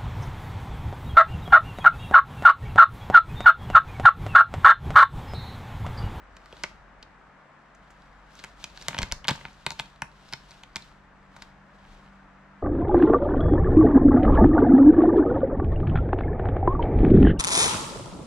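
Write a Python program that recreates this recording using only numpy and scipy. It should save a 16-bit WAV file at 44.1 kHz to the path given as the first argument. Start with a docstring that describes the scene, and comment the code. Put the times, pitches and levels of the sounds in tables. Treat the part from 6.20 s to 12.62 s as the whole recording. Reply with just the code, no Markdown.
"""Sharp clicks and hollow knocks over a fine rasp: a cat claws a rope-wrapped scratching post in a tiled room,
and once its tongue clicks faintly in a lick. Each freed fibre ticks by damped resonance; its recoil knocks the
cardboard tube as a dispersive bending wave. Paws and fur rasp by stick-slip friction, dense trains of tiny
grains; weight on the base gives soft low bumps, and the cat rolls over on the mat near the end. Decaying noise
echoes the claws off the tiles. Air noise, a deep rumble and the harmonics of a motor lie behind, heard through
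a phone close by."""
import sys
import numpy as np
from scipy import signal
from scipy.fft import rfft, irfft
from scipy.io import wavfile
from scipy.ndimage import uniform_filter1d

SR = 44100
rng = np.random.default_rng(int(sys.argv[2]) if len(sys.argv) > 2 else 0)


def unload_wav(signal):
    """Save mono or channel-first audio to the path in sys.argv[1] as 16-bit WAV at rate SR, clipped to [-1, 1]."""
    wavfile.write(
        sys.argv[1],
        SR,
        np.round(np.clip(np.atleast_2d(signal).T, -1, 1) * 32767).astype(np.int16),
    )


N = 283122
HIT_SIZE = 16384  # samples in one short sound
WINDOW_S = .005  # the energy of a short sound is stated as a level over this time

# Claws letting go of the rope, and one lick. Each row: start in seconds, fibre tick in dB, fibre pitch in Hz,
# fraying time in seconds, bright crack in dB, knock in the tube in dB, pitch of the rope coil in Hz. 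Crack and
# knock are levels before the trims in snaps(). The faint row at 1.5487 s is the cat's tongue clicking in a
# lick, sounded the same way.
CLAW_SNAPS = [(0.167, -54.5, 4040, 0.0029, -55.5, -50, 1950), (0.259, -61, 3900, .0012, -60, -52, 1720),
              (0.3268, -46, 2850, 0.0015, -77, -43, 503), (0.4365, -33.5, 4980, .0004, -38, -28, 2100),
              (0.4385, -29.5, 1940, 0.0018, -41.5, -35, 2100),
              (0.8275, -45, 3970, 0.0024, -57, -52.5, 2400), (1.5487, -68, 6140, .005, -65, -63, 1850),
              (1.704, -87, 5970, 0.011, -61, -54.5, 1920), (2.1539, -68, 4200, .0012, -56.5, -66, 1870),
              (2.2394, -47, 3360, 0.0016, -45.5, -37.5, 2670), (2.2459, -64, 4500, 0.00031, -48, -41, 2200),
              (2.4413, -37, 4200, 0.0024, -37.5, -36, 2740),
              (2.6132, -46.5, 4260, 0.0023, -72, -52.5, 2450),
              (2.6838, -31, 3570, 0.00012, -27.5, -26.5, 2210), (2.7293, -50, 3200, .0012, -70, -39, 2390),
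              (2.7454, -39, 3500, .002, -62, -33, 1850), (2.7804, -32.5, 3320, .002, -59, -37.5, 2500),
              (2.7877, -28, 3870, 0.0018, -32, -27.5, 2550), (2.806, -58, 3300, .0012, -74.5, -37, 1030),
              (2.818, -42, 4040, .004, -39.5, -34, 2300), (2.8302, -33, 4200, .0004, -35, -29, 2090),
              (2.9154, -36, 2770, 0.0011, -67, -42, 2110), (2.9229, -25.5, 4760, 0.00079, -38.5, -32, 1940),
              (3.0442, -39, 3020, .0012, -72, -44, 2280), (3.051, -44, 2800, 0.0013, -75, -37.5, 1970),
              (3.073, -46, 3900, 0.0013, -48, -46, 1690), (3.0826, -21, 3430, .0008, -28, -24.5, 2100),
              (3.0878, -25.5, 4100, .0008, -29.5, -23.5, 1670), (3.0938, -29, 3950, 0.0017, -54, -25, 1890),
              (3.1031, -43, 3130, 0.0038, -46, -31, 2500), (3.1088, -31.5, 3400, 0.0015, -37, -31, 2110),
              (3.2107, -52, 2720, 0.0014, -73, -44, 2480), (3.2522, -44, 3240, 0.00059, -63, -34, 2000),
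              (3.4645, -28.5, 3520, 0.0023, -32.5, -24.5, 2100),
              (3.5058, -37, 4060, .0006, -37.5, -34.5, 2070), (3.5175, -45, 4100, 0.0044, -45, -41, 1004),
              (3.5917, -37.5, 3570, 0.007, -63, -39, 3000), (3.5972, -27.5, 3060, .0015, -37, -30, 2270),
              (3.605, -58, 3520, 0.004, -46.5, -48, 2150), (3.82, -36, 2270, 0.0012, -37, -27, 2040),
              (4.1263, -40, 4170, 0.0015, -71, -38.5, 2170), (4.1352, -31.5, 4490, 0.001, -45, -32.5, 2720),
              (4.3087, -50, 5000, 0.0025, -64, -56, 1660), (4.435, -47.5, 3323, 0.0018, -53, -45.5, 2397),
              (4.559, -32, 4340, .0007, -37, -31.5, 2400), (4.5665, -37.5, 3670, 0.0013, -40, -38.5, 2500),
              (4.6228, -48, 3960, 0.0026, -58.5, -62, 1690), (5.164, -57, 3987, 0.0053, -56, -45, 1457),
              (5.2219, -44.5, 3900, 0.0026, -48, -42, 2354)]
# Colour of the bright crack. 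Each row: frequency in Hz, relative spectral density in dB.
CRACK_COLOUR = [(1500, -33), (4000, 3), (7000, 7), (9000, -2.5), (11000, -9), (12500, -10), (14500, -16),
                (16000, -31)]
# The cat slides down the post. Each row: time in seconds, height of the claws (1 top of the rope, 0 base).
CLAW_HEIGHT = [(0, 0.71), (2.65, 0.97), (3.6, 0.031)]
# Share of a knock that thuds in the post: less from high up, more once the drag exceeds HANG_DB.
THUD_DB, THUD_AT_TOP_DB, HANG_DB, THUD_PER_DRAG_DB = -7.5, -4.5, -57, 0.5
RING_AT_TOP_DB = -3.5  # the plush sleeve at the top damps the tube's ringing


def snaps(rows, drag, fibre_width=0.52, fray=1.4, ring_db=-4, paths_s=0.0033, crack_db=1, knock_db=1):
    """Impulse excitation: a freed fibre ticks and cracks, and its recoil sounds the tube and rocks the post."""
    f = freqs(HIT_SIZE)
    bright, body = np.zeros(N), np.zeros(N)
    for s, tick, fibre_hz, fray_s, crack, knock, coil_hz in rows:
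        height = np.interp(s, *np.transpose(CLAW_HEIGHT))

        # neighbouring fibres give way after the first: a quick release is one clean crack, a slow one a tiny scrape
        frayed = 1 + fray * fray_s / .002 * scattered(fray_s)
        fibre = resonance(f, fibre_hz, fibre_width * fibre_hz) ** 2
        add(bright, s, fibre * frayed, tick)
        add(bright, s, colour(CRACK_COLOUR, f) * frayed, crack + crack_db)

        travel = bending_wave(f)
        ring = unit(modes(TUBE_MODES, f, scatter_db=3))
        ring_gain = undb(ring_db + RING_AT_TOP_DB * height)
        blow = unit(colour(KNOCK_COLOUR, f) * (1 + scattered(paths_s)))
        tube = blow + ring_gain * ring
        add(body, s, tube * echo_notch(f, height) * rope_coil(f, coil_hz) * travel, knock + knock_db)

        hanging = max(drag[int(s * SR)] - HANG_DB, 0)
        thud = knock + THUD_DB + THUD_AT_TOP_DB * height + THUD_PER_DRAG_DB * hanging
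        add(body, s, rocking(f) * travel, thud)
    bright_pair = ports(bright, lag_samples=1.98, pan_db=2.0, shade_db=9.0)
    return bright_pair + ports(body, lag_samples=2.0, pan_db=0.9, shade_db=0.5)


def bending_wave(f, delay_at_1khz_s=0.001793):
    """Dispersion: bending waves travel as the root of frequency, so a knock arrives as a quick falling chirp."""
    reach = np.exp(0.199 * rng.standard_normal())
    return np.exp(-4j * np.pi * delay_at_1khz_s * reach * np.sqrt(1e3 * f))


def rope_coil(f, hz, edge_width=0.7):
    """Mass-spring filter: the coil between claw and tube peaks at its own pitch and passes little above."""
    return 1 / (1 - (f / hz) ** 2 + 1j * edge_width * f / hz)


NOTCH_TOP_HZ, NOTCH_BASE_HZ = 880, 500  # notch frequency for claws at the top and at the base
NOTCH_WIDTH, NOTCH_DEPTH = 0.47, 0.63  # width as a share of the notch frequency, share of amplitude removed


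def echo_notch(f, height):
    """Interference: the echo from the tube's top end weakens one band, higher the nearer the claw is to it."""
    hz = NOTCH_BASE_HZ + (NOTCH_TOP_HZ - NOTCH_BASE_HZ) * height
    return 1 - NOTCH_DEPTH * resonance(f, hz, NOTCH_WIDTH * hz)


def scattered(duration_s):
    """Multipath scattering: many short paths through rope and tube give a burst of decaying noise."""
    t = np.arange(HIT_SIZE) / SR
    return unit(rfft(rng.standard_normal(HIT_SIZE) * np.exp(-t / duration_s)))


# The whole post on its base. Each row: mode in Hz, width in Hz, relative level in dB.
POST_MODES = [(90.4, 58, -8.5), (145, 20, -1.5), (164, 90, -3.5), (198, 4, 1), (235, 67, -14.5),
              (278, 26, -30)]


def rocking(f):
    """Inertia: the heavy post follows only the slow part of a push, which excites its modes."""
    return modes(POST_MODES, f, scatter_db=1) / (1 + 1j * f / 350) ** 2


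# Paw or fur sliding over rope and mat. Each row: time of the height in seconds, swell in seconds, fade in
# seconds, rasp in dB before the trim in rubbing(), drag on the tube in dB, snags per second at the height
# (zero or less gives none).
RUB_STROKES = [(0.43, 0.18, 0.1, -59.5, -73, 22), (1.72, 0.17, 1, -72.5, -70, 1),
               (2.19, 0.084, 0.15, -59.5, -65, 30), (2.431, 0.047, 0.08, -56, -61, 25),
               (2.62, 0.1, 0.2, -55, -63, 55), (2.8, 0.089, .075, -54.5, -41.5, 30),
               (3.115, .025, 0.091, -48, -47.5, 25), (3.26, .05, 0.13, -62.5, -58.5, 24.5),
               (3.63, 0.39, 0.12, -60.5, -66, 15), (4.13, 0.18, 0.13, -59.5, -66, 14),
               (4.3, 0.077, 0.15, -60.5, -65, 8), (4.64, .07, 0.1, -60.5, -62, 10),
               (5.22, 0.1, 0.073, -63, -61.5, 20), (5.73, .16, 0.15, -64, -58.5, -2)]
STROKE_SHAPE = 1.3  # 1 is a pointed swell, 2 a rounded one
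RESTING_RUB_DB = -79.5  # fur never lies quite still


def strokes():
    """Power summation: the rasp and drag of all strokes add as energies and return as two levels in dB."""
    t = np.arange(N) / SR
    power = np.zeros((2, N)) + undb(RESTING_RUB_DB) ** 2
    for s, swell_s, fade_s, rasp, drag, _ in RUB_STROKES:
        power += (undb([[rasp], [drag]]) * envelope(t, s, swell_s, fade_s)) ** 2
    return 10 * np.log10(power)


# levels of a snag relative to its stroke's rasp, and the scatter in its strength
SNAG_TICK_DB, SNAG_CRACK_DB, SNAG_KNOCK_DB, SNAG_SPREAD_DB = 4.5, -4, 2.5, 4
SNAG_HZ, SNAG_FRAY_S, SNAG_COIL_HZ = 4200, .0018, 1900  # middle fibre pitch, fraying time, coil pitch


def snags():
    """Random point process: small snaps crowd at the height of a stroke, their strength following its rasp."""
    t, rows = np.arange(N) / SR, []
    for s, swell_s, fade_s, rasp, _, per_s in RUB_STROKES:
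        effort = envelope(t, s, swell_s, fade_s)
        places = np.flatnonzero(rng.random(N) < per_s * effort / SR)
        # at most 32 snags in a stroke
        for i, (size, pitch) in zip(places, rng.standard_normal(size=(32, 2))):
            db = rasp + 20 * np.log10(effort[i]) + SNAG_SPREAD_DB * size
            fibre_hz = SNAG_HZ * np.exp(.17 * pitch)
            # same columns as CLAW_SNAPS
            rows.append((t[i], db + SNAG_TICK_DB, fibre_hz, SNAG_FRAY_S,
                         db + SNAG_CRACK_DB, db + SNAG_KNOCK_DB, SNAG_COIL_HZ))
    return rows


def envelope(t, s, swell_s, fade_s):
    """Stretched-exponential law: every stroke swells and fades alike about its height."""
    distance = np.where(t < s, (s - t) / swell_s, (t - s) / fade_s)
    return np.exp(-distance ** STROKE_SHAPE)


# Colour of the rasp. Each row: frequency in Hz, relative spectral density in dB.
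RASP_COLOUR = [(300, -1.5), (900, -5), (2000, -8.5), (2700, -0.5), (3800, -0.5), (5500, -6), (8000, -12.5),
               (10500, -21.5), (12500, -25), (14500, -25), (16000, -43)]
# Colour of a knock. Each row: frequency in Hz, relative spectral density in dB.
KNOCK_COLOUR = [(100, -29.5), (400, -2), (700, 0.5), (950, 2.5), (1500, -6), (2100, 0), (2600, -2),
                (4000, -19), (8000, -16.5), (16000, -52.5)]
# Ringing of the tube. Each row: mode in Hz, width in Hz, relative level in dB.
TUBE_MODES = [(602.6, 63, 0), (907, 40, 9.5), (1064, 81, -16.5), (1458, 93, -0.5), (1540, 58, -3),
              (1794, 15, -15.5), (2067, 56, -2.5), (3025, 200, 0), (3773, 31, -0.5), (3900, 70, -11)]


def rubbing(rasp_level, drag_level, rub_db=-1, apart=0.9, tube_db=-4, fur_db=-1):
    """Stick-slip friction: fibres rasp, fur brushes smoothly, and coarser slips sound through the tube."""
    f = freqs(N)
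    fibres = unit(irfft(rfft(grains(rate=1500, spread_db=1.8)) * colour(RASP_COLOUR, f), N))
    fur_noise = rng.standard_normal((3, N))
    fur = unit(irfft(rfft(fur_noise) * colour(RASP_COLOUR, f), N)) * undb(fur_db)
    # one fur noise is shared; the other two belong to one microphone each
    rasp = ports(fibres + .5 * fur[0], lag_samples=2.0, pan_db=5.0, shade_db=13.5) + apart * fur[1:]
    # the paw catches and slides by turns
    slip = undb(rasp_level + rub_db + 1.1 * walk(60))

    ring, rock = unit(modes(TUBE_MODES, f, scatter_db=0)), unit(rocking(f))
    tube = unit(colour(KNOCK_COLOUR, f)) + undb(tube_db) * ring + rock
    # soft pads pass no high treble into the tube
    pads = 1 / (1 + (f / 5000) ** 4)
    slips = rfft(grains(rate=220, spread_db=5.0))
    drag = unit(irfft(slips * tube * pads, N)) * undb(drag_level)
    return rasp * slip + ports(drag, lag_samples=3.7, pan_db=0.5, shade_db=-5.5)


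def grains(rate, spread_db):
    """Shot noise: slips of single hairs and fibres, rate per second, mostly weak and now and then stronger."""
    sizes = undb(spread_db * np.minimum(rng.exponential(size=N), 4))
    return (rng.random(N) < rate / SR) * sizes * rng.choice([-1, 1], N)


# The cat's weight bumps the post and its base. Each row: time in seconds, peak in dB, frequency in Hz,
# duration to either side in seconds (to 1/e), ring of the post in dB.
BASE_BUMPS = [(2.798, -34, 81, 0.01, -35), (2.819, -41, 56.3, 0.011, -38), (2.836, -25, 50, 0.0075, -42),
              (2.928, -27.5, 45.8, 0.0087, -44), (2.965, -45.5, 28, 0.019, -52.5),
              (3.113, -41.5, 135, 0.008, -24), (5.732, -48, 34, 0.07, -56)]


def bumps():
    """Heavily damped oscillation: the base swings softly and briefly, and the post rings with it."""
    t, out = np.arange(N) / SR, np.zeros(N)
    for s, db, hz, duration, ring_db in BASE_BUMPS:
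        swing = np.exp(-((t - s) / duration) ** 2) * np.cos(2 * np.pi * hz * (t - s))
        out += undb(db) * swing
        add(out, s, rocking(freqs(HIT_SIZE)), ring_db)
    return ports(out, lag_samples=3, pan_db=1.0, shade_db=-0.5)


def room_echo(x, wet_db=-12, t60_low_s=0.297, t60_high_s=0.24, early_db=-14, early_s=0.0061, gap_s=0.0008,
              alike_hz=500):
    """Reverberation: quick reflections off tiles and furniture, then the short diffuse ring of the room."""
    t = np.arange(HIT_SIZE) / SR
    f = freqs(HIT_SIZE)
    low = 1 / (1 + (f / 2500) ** 2)
    # long waves reach both microphones alike
    own = f ** 2 / (f ** 2 + alike_hz ** 2)
    noise = rfft(rng.standard_normal((3, 3, HIT_SIZE)))
    dark, light, near = noise[:, :1] * np.sqrt(1 - own) + noise[:, 1:] * np.sqrt(own)
    tail = irfft(dark * np.sqrt(low)) * np.exp(-np.log(1000) * t / t60_low_s)
    tail += irfft(light * np.sqrt(1 - low)) * np.exp(-np.log(1000) * t / t60_high_s)
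    tail *= 1 - np.exp(-t / gap_s)
    early = irfft(near) * np.exp(-t / early_s) * (t > .001)
    response = undb(wet_db) * unit(tail) + undb(early_db) * unit(early)
    return signal.fftconvolve(x, response / np.sqrt(HIT_SIZE), axes=1)[:, :N]


HUM_HZ = 48.36  # mean turning rate of the motor
# Harmonics of the motor. Each row: multiple of the turning rate, level at the start in dB,
# drift in dB per second as the phone moves.
HUM_HARMONICS = [(1, -58.5, -0.67), (3, -68.5, .5), (4, -73, 2), (6, -80, 1.5)]
# The lowest harmonic sinks away for a moment: time in seconds, half length in seconds, depth in dB.
LOWEST_DIP = (1.28, 0.18, -22)


def motor(waver_db=1.5):
    """Harmonic series: sines at multiples of one slightly wavering turning rate, each wavering in level."""
    t = np.arange(N) / SR
    phase = 2 * np.pi * np.cumsum(HUM_HZ * (1 + 0.00816 * walk(6))) / SR
    dip_s, half_s, depth_db = LOWEST_DIP
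    dip = depth_db * np.exp(-((t - dip_s) / half_s) ** 2)
    hum = np.zeros(N)
    for multiple, db, drift in HUM_HARMONICS:
        level = db + drift * t + dip * (multiple == 1) + waver_db * walk(9)
        hum += np.sqrt(2) * np.sin(multiple * phase) * undb(level)
    return ports(hum, lag_samples=2.2, pan_db=0, shade_db=-2.5)


# Colour of the room's air noise. Each row: frequency in Hz, relative spectral density in dB.
ROOM_COLOUR = [(15, -17), (30, 4), (55, -4.5), (80, -0.5), (115, -10.5), (180, -3), (280, -7.5), (410, -11),
               (620, -6), (1250, -4.5), (1750, -7.5), (2400, -17), (4200, -32.5), (7800, -40.5),
               (9500, -52.5), (16000, -68.5)]
ROOM_DB = -56.5  # level of the shared noise from 250 to 2500 Hz, before the slow changes and the lean
# Course of the air noise. Each row: time in seconds, level in dB, of which only the departure from the mean counts.
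AIR_COURSE = [(0.0, -57.5), (2.5, -60), (2.93, -58.5), (3.52, -61.5), (6.42, -59)]
# Course of the deep rumble. Each row: time in seconds, level in dB, again counted from its mean.
RUMBLE_COURSE = [(0.0, -70.5), (0.34, -77.5), (0.59, -69.5), (1.38, -86), (1.7, -77.5), (2.2, -78),
                 (2.91, -63.5), (3.25, -75.5), (4.38, -76), (4.61, -74), (5.01, -73.5), (5.61, -75),
                 (6.42, -79)]


def room_tone(rumble_db=1, width=.9, lean_db=2.0):
    """Diffuse-field coherence: air noise and rumble, alike at both microphones in the bass, not in the treble."""
    f = freqs(N)
    mid, side = (rfft(rng.standard_normal(N)) * colour(ROOM_COLOUR, f) for _ in range(2))
    side *= width * colour([(60, -9.0), (200, -7.5), (400, -8), (1300, -7.5), (4400, -0.5), (8000, 2.5)], f)
    middle_band = irfft(mid * ((f > 250) & (f < 2500)), N)
    scale = undb(ROOM_DB) / np.std(middle_band)
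    lean = undb(np.array([[lean_db], [-lean_db]]) / 2)
    pair = np.array([mid + side, mid - side]) * scale * lean
    deep = 1 / (1 + (f / 120) ** 4)
    air = irfft(pair * (1 - deep), N) * undb(curve(AIR_COURSE) + 0.13 * walk(2.2))
    return air + irfft(pair * deep, N) * undb(curve(RUMBLE_COURSE) + rumble_db)


def ports(x, lag_samples, pan_db, shade_db):
    """Interaural-style cues: the left microphone hears later by the lag; a positive shade dulls its treble."""
    f = freqs(N)
    lean = pan_db - shade_db * f ** 2 / (f ** 2 + 9000 ** 2)
    # long waves bend around the phone and arrive a little later than short ones
    lag = lag_samples / (1 + (f / 9000) ** 2)
    half = undb(lean / 2) * np.exp(-1j * np.pi * f * lag / SR)
    return irfft(rfft(x) * np.array([half, 1 / half]), N)


def add(track, s, spectrum, db):
    """Energy scaling: place a short sound at time s; db is its energy spread over the reference window."""
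    lead = HIT_SIZE // 64  # room for what precedes the peak
    hit = np.roll(irfft(spectrum), lead)
    hit *= undb(db) * np.sqrt(WINDOW_S * SR / np.sum(hit ** 2))
    start = max(int(s * SR) - lead, 0)
    track[start:start + HIT_SIZE] += hit[:N - start]


def resonance(f, hz, width):
    """Damped resonance: the response of a single mode."""
    return 1 / (1 + 1j * (f * f - hz * hz) / (f * width))


def modes(table, f, scatter_db):
    """Modal superposition: the place of the blow, drawn by chance, decides how strongly each mode speaks."""
    chance = rng.standard_normal(len(table))
    return sum(undb(db + scatter_db * c) * resonance(f, hz, width) for (hz, width, db), c in zip(table, chance))


def colour(points, f):
    """Spectral envelope: gain of a (Hz, dB) outline, straight in log frequency."""
    hz, db = np.transpose(points)
    return undb(np.interp(np.log(f), np.log(hz), db))


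def freqs(size):
    """Fourier bins in Hz, kept above zero."""
    return np.maximum(np.fft.rfftfreq(size, 1 / SR), 1)


def curve(rows):
    """Linear interpolation: a level course in dB about its own mean."""
    db = np.interp(np.arange(N) / SR, *np.transpose(rows))
    return db - db.mean()


def walk(rate):
    """Smoothed noise: a slow wander with a spread near 1, from rate random steps per second."""
    k = int(SR / rate)
    steps = np.repeat(rng.standard_normal(N // k + 1), k)
    return 1.294 * uniform_filter1d(uniform_filter1d(steps, k), k)[:N]


def unit(x):
    """Normalization to rms 1."""
    return x / np.sqrt(np.mean(np.abs(x) ** 2))


def undb(db):
    """Logarithmic level: decibels to gain."""
    return 10 ** (np.asarray(db) / 20)


def scene():
    """Superposition: claws and paws with their echo, then bumps, air and motor."""
    rasp, drag = strokes()
    claws = snaps(CLAW_SNAPS, drag) + rubbing(rasp, drag)
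    rest = bumps() + room_tone() + motor()
    claws = claws + snaps(snags(), drag)
    return claws + room_echo(claws) + rest


def record(dry, roll_hz=14500, top_hz=16300):
    """Low-pass filtering: the microphones lose the highest treble and the phone cuts the top."""
    dull = signal.sosfilt(signal.butter(6, roll_hz, fs=SR, output="sos"), dry)
    return signal.sosfilt(signal.ellip(8, .2, 70, top_hz, fs=SR, output="sos"), dull)


dry = scene()
out = record(dry)
unload_wav(out)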